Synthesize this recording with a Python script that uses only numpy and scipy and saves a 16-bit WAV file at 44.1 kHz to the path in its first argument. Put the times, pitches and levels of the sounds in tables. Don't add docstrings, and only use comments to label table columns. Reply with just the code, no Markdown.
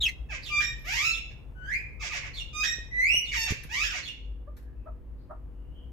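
import sys
import numpy as np
from scipy import signal
from scipy.fft import rfft, irfft, next_fast_len
from scipy.io import wavfile
from scipy.ndimage import uniform_filter1d

SR = 44100
rng = np.random.default_rng(int(sys.argv[2]) if len(sys.argv) > 2 else 0)


def bounce(signal):
    frames = np.transpose(np.atleast_2d(signal))
    limited = np.clip(frames, -1, 1)
    pcm = np.round(limited * 32767).astype(np.int16)
    wavfile.write(sys.argv[1], SR, pcm)


N = 261072
EDGE_HZ = 15750


def budgies():
    # f/Hz, level/dB
    right_lean = [(500, -6), (1200, 0.5), (2500, 4), (6000, 8), (9000, 1.5), (12500, -3.5)]
    calls = chucks() + climbs() + held_notes() + voice_breaks() + whistles() + swoop() + chirps()
    left, right = room(calls, direct_db=-8, wet_db=-1, early=1.54, early_s=.014)
    return np.array([colour(left, right_lean, -1 / 2), colour(right, right_lean, 1 / 2)])


def chucks(end_hz=490):
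    # t/s, length/s, upper f/Hz, level/dB, roughness/0-1, overtones/dB
    calls = [(.287, .088, 920, -34.5, .42, -7), (1.29, .045, 1250, -52.5, .7, -5),
             (1.992, .1, 1400, -34, 1, .5), (2.09, .108, 1400, -32.5, .85, -3),
             (2.206, .088, 1280, -39, .9, -10), (3.448, .08, 980, -31, 1, 0),
             (3.89, .116, 1750, -33, 1, -2.5)]
    out = np.zeros(N)
    for s, length, top_hz, db, rough, bright_db in calls:
        t, u = clock(length)
        slack = slur(u, .46, .26)
        hz = top_hz * (end_hz / top_hz) ** slack
        level_db = db + envelope(t, attack_s=.02, release_s=.018, depth_db=18)
        add(out, s, voice(hz, level_db, rough * (1 + slack) / 2, bright_db, beak_hz=2400 - 300 * u,
                          edge_db=-3.5, beak_db=2.5, fundamental_db=-1))
    return out


def climbs(db_per_octave=6):
    # t/s, length/s, start f/Hz, climb/(Hz/s), ceiling f/Hz, level/dB, roughness/0-1,
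    # overtones/dB
    calls = [(.836, .302, 535, 3600, 1330, -24.7, .31, -3), (2.318, .075, 1000, 2500, 1200, -45, .3, 1),
             (3.685, .175, 750, 4000, 1400, -25.5, .3, -2.5)]
    out = np.zeros(N)
    for s, length, start_hz, hz_per_s, top_hz, db, rough, bright_db in calls:
        t, u = clock(length)
        free_hz = start_hz + hz_per_s * t
        hz = np.minimum(free_hz, top_hz)
        level_db = db + db_per_octave * np.log2(hz / top_hz)
        level_db += envelope(t, attack_s=.05, release_s=.03, depth_db=15)
        rough *= 1 - .5 * slur(free_hz / top_hz, 1, .06)
        add(out, s, voice(hz, level_db, rough, bright_db, beak_hz=2100 + 550 * u, edge_db=-1,
                          beak_db=1, fundamental_db=-3.5, soft_start_db=12, start_s=.06))
    return out


def held_notes(sharpen=.05, waver=.004):
    # t/s, length/s, f/Hz, level/dB, swell/dB, overtones/dB, overtone fade/dB
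    calls = [(.495, .112, 1191, -19.5, 7.5, -9.5, 2), (2.528, .113, 1233, -21.5, 13, -8, 14)]
    out = np.zeros(N)
    for s, length, hz, db, swell_db, bright_db, dulling_db in calls:
        t, u = clock(length)
        strain = np.exp((t - length) / .014)
        bend = 1 + sharpen * strain + waver * band_noise(SR // 2, 0, 25)[:len(t)]
        level_db = db + swell_db * (u - 1) + envelope(t, attack_s=.028, release_s=.022, depth_db=10)
        add(out, s, voice(hz * bend, level_db, .04 + .3 * strain, bright_db + dulling_db * (1 - u),
                          beak_hz=2550, edge_db=-4, fundamental_db=-2.5))
    return out


def voice_breaks(settle_s=.035, fade_db_per_s=58):
    # t/s, length/s, f/Hz, level/dB, overtones/dB
    calls = [(.6, .125, 1872, -28, 0), (2.63, .135, 1890, -25, 2), (3.832, .085, 1830, -29.5, 2.5)]
    out = np.zeros(N)
    for s, length, hz, db, bright_db in calls:
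        t, _ = clock(length)
        harsh = 1 - slur(t, .033, .016)
        bend = 1 - .07 * np.exp(-t / settle_s)
        level_db = db - fade_db_per_s * t + envelope(t, attack_s=.005, release_s=.045, depth_db=14)
        add(out, s, voice(hz * bend, level_db, .06 + .8 * harsh, bright_db, beak_hz=2850, edge_db=-2))
    return out


def whistles(swell_db_per_s=178, brightening_db=27):
    # t/s, length/s, low f/Hz, high f/Hz, mid-slur t/s, slur time/s, attack/s, release/s,
    # level/dB, roughness/0-1, overtones/dB
    calls = [(1.545, .275, 1495, 2560, 1.727, .04, .192, .07, -25.5, .3, -8),
             (2.905, .325, 1990, 2930, 3.081, .048, .098, .062, -21.5, .17, 1.5)]
    out = np.zeros(N)
    for s, length, low_hz, high_hz, mid_s, slur_s, attack_s, release_s, db, rough, bright_db in calls:
        t, u = clock(length)
        tension = slur(s + t, mid_s, slur_s)
        hz = low_hz + (high_hz - low_hz) * tension
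        level_db = db - swell_db_per_s * np.maximum(attack_s - t, 0)
        level_db += envelope(t, .005, release_s, depth_db=27)
        rough *= .48 + .52 * np.sin(np.pi * tension)
        bright_db -= brightening_db * np.sin(np.pi / 2 * (1 - u))
        add(out, s, voice(hz, level_db, rough, bright_db, beak_hz=2600, edge_db=7.5, rasp=.14,
                          overtones_hz=2500, soft_start_db=0, roll_db=-1, jitter_hz=900))
    return out


def swoop():
    # t/s, length/s, high f/Hz, low f/Hz, level/dB, overtones/dB
    call = (3.308, .162, 2350, 905, -28, 2.5)
    s, length, high_hz, low_hz, db, bright_db = call
    t, u = clock(length)
    high = 1 - slur(t, .033, .014)
    hz = low_hz + (high_hz - low_hz) * high
    level_db = db + envelope(t, attack_s=.012, release_s=.025, depth_db=10)
    out = np.zeros(N)
    add(out, s, voice(hz, level_db, .11 + .42 * high, bright_db, beak_hz=2100 + 700 * u,
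                      beak_db=2, fundamental_db=-4.5, soft_start_db=21, start_s=.045))
    return out


def chirps(top_hz=4300, step_hz=750, dip_db=4):
    # t/s, length/s, level/dB, roughness/0-1, overtones/dB
    calls = [(.42, .092, -33, .52, -7), (1.1, .1, -32.5, .38, -9), (2.332, .1, -31.5, .3, -10),
             (3.238, .085, -36.5, .45, -6), (4.023, .088, -31, .38, -11)]
    out = np.zeros(N)
    for s, length, db, rough, bright_db in calls:
        t, u = clock(length)
        step, jump = stairs(u, lock=.88, count=3)
        hz = top_hz - step_hz * step
        level_db = db + envelope(t, attack_s=.06, release_s=.022, depth_db=15.5) - dip_db * jump
        add(out, s, voice(hz, level_db, rough, bright_db, beak_hz=2850, edge_db=9, rasp=.5))
    return out


def near_budgie(dip_db=7):
    # t/s, length/s, top step f/Hz, step/Hz, level/dB, roughness/0-1, overtones/dB
    call = (.003, .103, 3800, 570, -20, .26, -11)
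    lean = [
        [-1],
        [1],
    ]
    s, length, top_hz, step_hz, db, rough, bright_db = call
    t, u = clock(length)
    step, jump = stairs(u, lock=.9, count=4)
    hz = top_hz - step_hz * step
    level_db = db + envelope(t, attack_s=.02, release_s=.04, depth_db=15) - dip_db * jump
    out = np.zeros(N)
    add(out, s, voice(hz, level_db, rough + .25 * (u - .5), bright_db + 7 * (u - .5),
                      beak_hz=2900, edge_db=7.5, jitter=.15, soft_start_db=0))
    return room(out, direct_db=-2.5, wet_db=-5.5, early=12, early_s=.02) * amp(lean)


def voice(hz, level_db, rough, bright_db, beak_hz=None, beak_db=-1, edge_db=0, tract=None,
          jitter=.11, jitter_hz=600, flutter=.16, rasp=.31, soft_start_db=10, start_s=.04,
          roll_db=.52, fundamental_db=0, overtones_hz=2800):
    # f/Hz, gain/dB
    throat = [(400, -11), (950, -12.5), (1450, -10.5), (1850, -4.5), (2550, -4), (3150, -7.5),
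              (4100, -10.5), (5500, -8), (7050, -11.5), (8200, -27), (9300, -30), (11200, -37.5),
              (12700, -21.5), (13700, -48), (15500, -47.5)]
    n, k = len(hz), np.arange(1, 19)[:, None]
    wobble, shake = (band_noise(SR // 2, 0, jitter_hz)[:n] for _ in range(2))
    air = rng.standard_normal(SR // 2)[:n]
    bright_db = bright_db - soft_start_db * np.exp(-np.arange(n) / SR / start_s)
    phase = 2 * np.pi * np.cumsum(hz * (1 + jitter * rough * wobble)) / SR
    upper = np.clip((k * hz - overtones_hz) / 900, 0, 1) * (k > 1)
    harmonic_db = upper * bright_db + fundamental_db * (k == 1) + roll_db * np.maximum(k - 5, 0)
    pulses = (amp(harmonic_db) * (k * hz < EDGE_HZ) * np.cos(k * phase)).sum(0)
    turbulence = rasp * rough * air * (1 + np.cos(phase)) * amp(bright_db / 2) * np.sqrt(SR / 4 / hz)
    sound = colour(pulses * (1 + flutter * rough * shake) + turbulence, tract or throat)
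    if beak_hz is not None:
        sound += amp(beak_db) * resonate(sound, beak_hz * np.ones(n), width_hz=650)
    edge = colour(sound, [(6000, -50), (7500, -15), (8500, 0)])
    sound += edge * (amp(edge_db) - 1)
    running_rms = np.sqrt(abs(uniform_filter1d(sound ** 2, size=700)) + 1e-12)
    return sound / running_rms * amp(level_db) * signal.windows.tukey(n, .09)


def dog(arch=.18, peak_s=.02):
    # t/s, length/s, top f/Hz, level/dB, roughness/0-1, overtones/dB
    yaps = [(4.46, .058, 598, -49.5, .1, -1), (4.852, .045, 657, -41, .4, -2),
            (5.291, .047, 680, -39.5, .55, 5)]
    # f/Hz, gain/dB
    muzzle = [(300, -31), (520, -2.5), (700, -5), (920, 3), (1250, -7.5), (1600, -17.5), (1850, -27),
              (2400, -49), (5000, -60)]
    out = np.zeros(N)
    for s, length, top_hz, db, rough, bright_db in yaps:
        t, u = clock(length)
        hz = top_hz * (1 - arch + arch * np.sin(np.pi * u))
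        level_db = db + envelope(t, peak_s, length - peak_s, depth_db=25)
        add(out, s, voice(hz, level_db, rough, bright_db, tract=muzzle,
                          jitter=.137, jitter_hz=390, flutter=.29, rasp=.45))
    return room(out, direct_db=-1, wet_db=3, early=4)


def twitters():
    # t/s, length/s, centre f/Hz, width/Hz, level/dB
    calls = [(0.729, 0.37, 12550, 300, -53), (4.6, .16, 1714, 200, -68), (4.699, 0.25, 2550, 250, -75),
             (5.15, 0.14, 4400, 1100, -75), (5.422, 0.49, 2880, 252, -75.5),
             (5.697, 0.21, 3067, 330, -60.5)]
    out = np.zeros(N)
    for s, length, hz, width_hz, db in calls:
        n = int(length * SR)
        add(out, s, amp(db) * band_noise(SR, hz, width_hz)[:n] * signal.windows.hann(n))
    return room(out, direct_db=-14.5, wet_db=-1)


def camera_bumps():
    # t/s, level/dB, ring f/Hz, decay/s
    bumps = [(2.789, -41.5, 41, 0.03), (2.785, -36.5, 398, 0.002), (3.144, -29, 594, 0.001),
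             (3.383, -48, 395, 0.0025), (3.508, -15, 91, 0.004), (3.521, -13, 120, 0.002),
             (3.522, -34, 430, 0.0075), (3.652, -31, 138, 0.0042)]
    out, t = np.zeros(N), np.arange(SR // 5) / SR
    for s, db, hz, decay in bumps:
        add(out, s, -amp(db) * np.sin(2 * np.pi * hz * t) * np.exp(-t / decay))
    return out * amp([[-3], [2]])


def cage_ticks(rise_s=.001):
    # t/s, level/dB, decay/s
    ticks = [(3.506, -33.5, 0.0032), (3.634, -40.5, 0.0047), (4.566, -57, 0.015), (4.623, -68, .012)]
    # f/Hz, relative level/dB
    wire = [(300, -19), (1700, 3), (3200, -6.5), (5500, -7), (8500, -13.5), (12500, -2.5), (15500, -24)]
    out, t = np.zeros(N), np.arange(SR // 5) / SR
    for s, db, decay in ticks:
        scrape = unit(colour(rng.standard_normal(len(t)), wire))
        add(out, s, amp(db) * scrape * np.exp(-t / decay) * (1 - np.exp(-t / rise_s)))
    return room(out, direct_db=-3, wet_db=4, early=2.54)


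def hum(waver_hz=1.5, flutter=.25):
    tones = (50.3, 59.6)
    # t/s, lower level/dB, upper level/dB
    course = [(0.0, -47, -42), (0.2, -53, -39), (0.49, -54, -54), (2.52, -52, -50), (3.1, -47, -63),
              (3.25, -59, -57), (3.38, -41, -51), (3.91, -56, -52), (4.27, -39, -55), (4.63, -48, -39),
              (5.36, -44, -55), (5.92, -52, -42)]
    t = np.arange(N) / SR
    s, *levels = np.transpose(course)
    out = np.zeros(N)
    for hz, db in zip(tones, levels):
        turns = np.cumsum(hz + waver_hz * band_noise(N, 0, 3)) / SR
        out += np.sqrt(2) * np.sin(2 * np.pi * turns) * amp(np.interp(t, s, db) - .8)
    return out * (1 + flutter * band_noise(N, 0, 12))


def faint_tones(waver_hz=1.5):
    # f/Hz, level/dB
    tones = [(215.3, -65), (258.4, -63.5), (301.5, -67), (349.9, -69), (387.6, -69), (484.5, -70),
             (516.8, -83)]
    out = np.zeros((2, N))
    for hz, db in tones:
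        turns = np.cumsum(hz + waver_hz * band_noise(N, 0, 5.13)) / SR + .33 * rng.random((2, 1))
        out += amp(db) * np.sqrt(2) * np.sin(2 * np.pi * turns)
    return out * amp(np.interp(np.arange(N) / SR, [3.5, 4.5], [-5, -1]))


def room_tone(air_db=-54, hiss_db=-80):
    # f/Hz, relative density/dB
    rumble_shape = [(20, -20), (32, -16), (46, 5), (60, -6), (80, -10.5), (105, -13), (127, -9), (160, -18),
                    (260, -27.5), (500, -32.5), (1000, -38), (2000, -49.5), (4000, -64)]
    # t/s, level/dB
    rumble_course = [(0, -43.5), (1.5, -44), (2.9, -44), (3.8, -45.5), (4.2, -49.5), (5.92, -46)]
    # f/Hz, relative density/dB
    air_shape = [(12, -35.5), (20, 4.5), (43, -14), (66, -1.5), (82, -0.5), (130, -19), (211, -31.5),
                 (254, -21.5), (343, -25.5), (496, -20.5), (611, -29.5), (1110, -40), (5000, -60),
                 (6500, -96), (11000, -120)]
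    hiss_shape = [(3000, 24.5), (8500, -24.5), (12500, 20), (15500, -27)]
    rumble_db = np.interp(np.arange(N) / SR, *np.transpose(rumble_course))
    rumble = amp(rumble_db) * unit(colour(noise_pair(.6), rumble_shape))
    tones = faint_tones()
    air = amp(air_db) * unit(colour(noise_pair(.55), air_shape))
    hiss = amp(hiss_db) * unit(colour(noise_pair(.1), hiss_shape))
    return (rumble + hum()) * amp([[1.2], [-1.4]]) + tones + air + hiss


def room(x, direct_db, wet_db, early=1.4, early_s=.015):
    # f/Hz, time to fall 60 dB/s
    t60 = [(200, .4), (1000, 0.31), (2500, 0.54), (6000, 0.4), (12000, .3), (16000, .24)]
    taps = rng.standard_normal((2, SR)) * (rng.random((2, SR)) < 3000 / SR)
    hz, t, spectra = signal.stft(taps, SR, nperseg=256)
    decay = amp(-60 * t / read(t60, hz)[:, None]) * (1 + early * np.exp(-t / early_s))
    tail = signal.istft(spectra * decay, SR, nperseg=256)[1]
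    f = np.fft.rfftfreq(tail.shape[1], 1 / SR)
    bird_band = (f > 1500) & (f < 4000)
    tail /= np.sqrt(np.mean(abs(rfft(tail)[:, bird_band]) ** 2, axis=1, keepdims=True))
    return amp(direct_db) * x + amp(wet_db) * signal.fftconvolve(x[None], tail, axes=1)[:, :N]


def resonate(x, hz, width_hz):
    turn = np.exp(2j * np.pi * np.cumsum(hz) / SR)
    pole = np.exp(-np.pi * width_hz / SR)
    return 2 * (turn * signal.lfilter([1 - pole], [1, -pole], x / turn)).real


def clock(length):
    t = np.arange(0, length, 1 / SR)
    return t, t / length


def envelope(t, attack_s, release_s, depth_db):
    return -depth_db * (np.maximum(1 - t / attack_s, 0) + np.maximum(1 - (t[-1] - t) / release_s, 0))


def slur(x, middle, width):
    return (1 + np.tanh((x - middle) / width)) / 2


def stairs(u, lock, count):
    glide = u * count - .5
    return glide + lock * (np.round(glide) - glide), np.cos(np.pi * count * u) ** 2


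def amp(db):
    return 10 ** (np.asarray(db) / 20)


def unit(x):
    return x / np.sqrt(np.mean(x ** 2) + 1e-20)


def read(points, hz):
    f, value = np.transpose(points)
    return np.interp(np.log(hz + 1), np.log(f + 1), value)


def colour(x, points, power=1):
    n = x.shape[-1]
    size = next_fast_len(n + 2048)
    gain = amp(power * read(points, np.fft.rfftfreq(size, 1 / SR)))
    return irfft(rfft(x, size) * gain, size)[..., :n]


def band_noise(n, centre_hz, width_hz):
    bell = np.exp(-2 * ((np.fft.rfftfreq(n, 1 / SR) - centre_hz) / width_hz) ** 2)
    return unit(irfft(rfft(rng.standard_normal(n)) * bell, n))


def noise_pair(shared):
    return np.sqrt(shared) * rng.standard_normal(N) + np.sqrt(1 - shared) * rng.standard_normal((2, N))


def add(mix, s, sound):
    part = mix[max(round(s * SR), 0):][:len(sound)]
    part += sound[:len(part)]


def scene():
    return budgies() + near_budgie() + dog() + twitters() + camera_bumps() + cage_ticks() + room_tone()


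def record(dry):
    lowpass = signal.firwin(511, EDGE_HZ, window=("kaiser", 9), fs=SR)
    return signal.oaconvolve(dry, lowpass[None], "same")


dry = scene()
out = record(dry)
bounce(out)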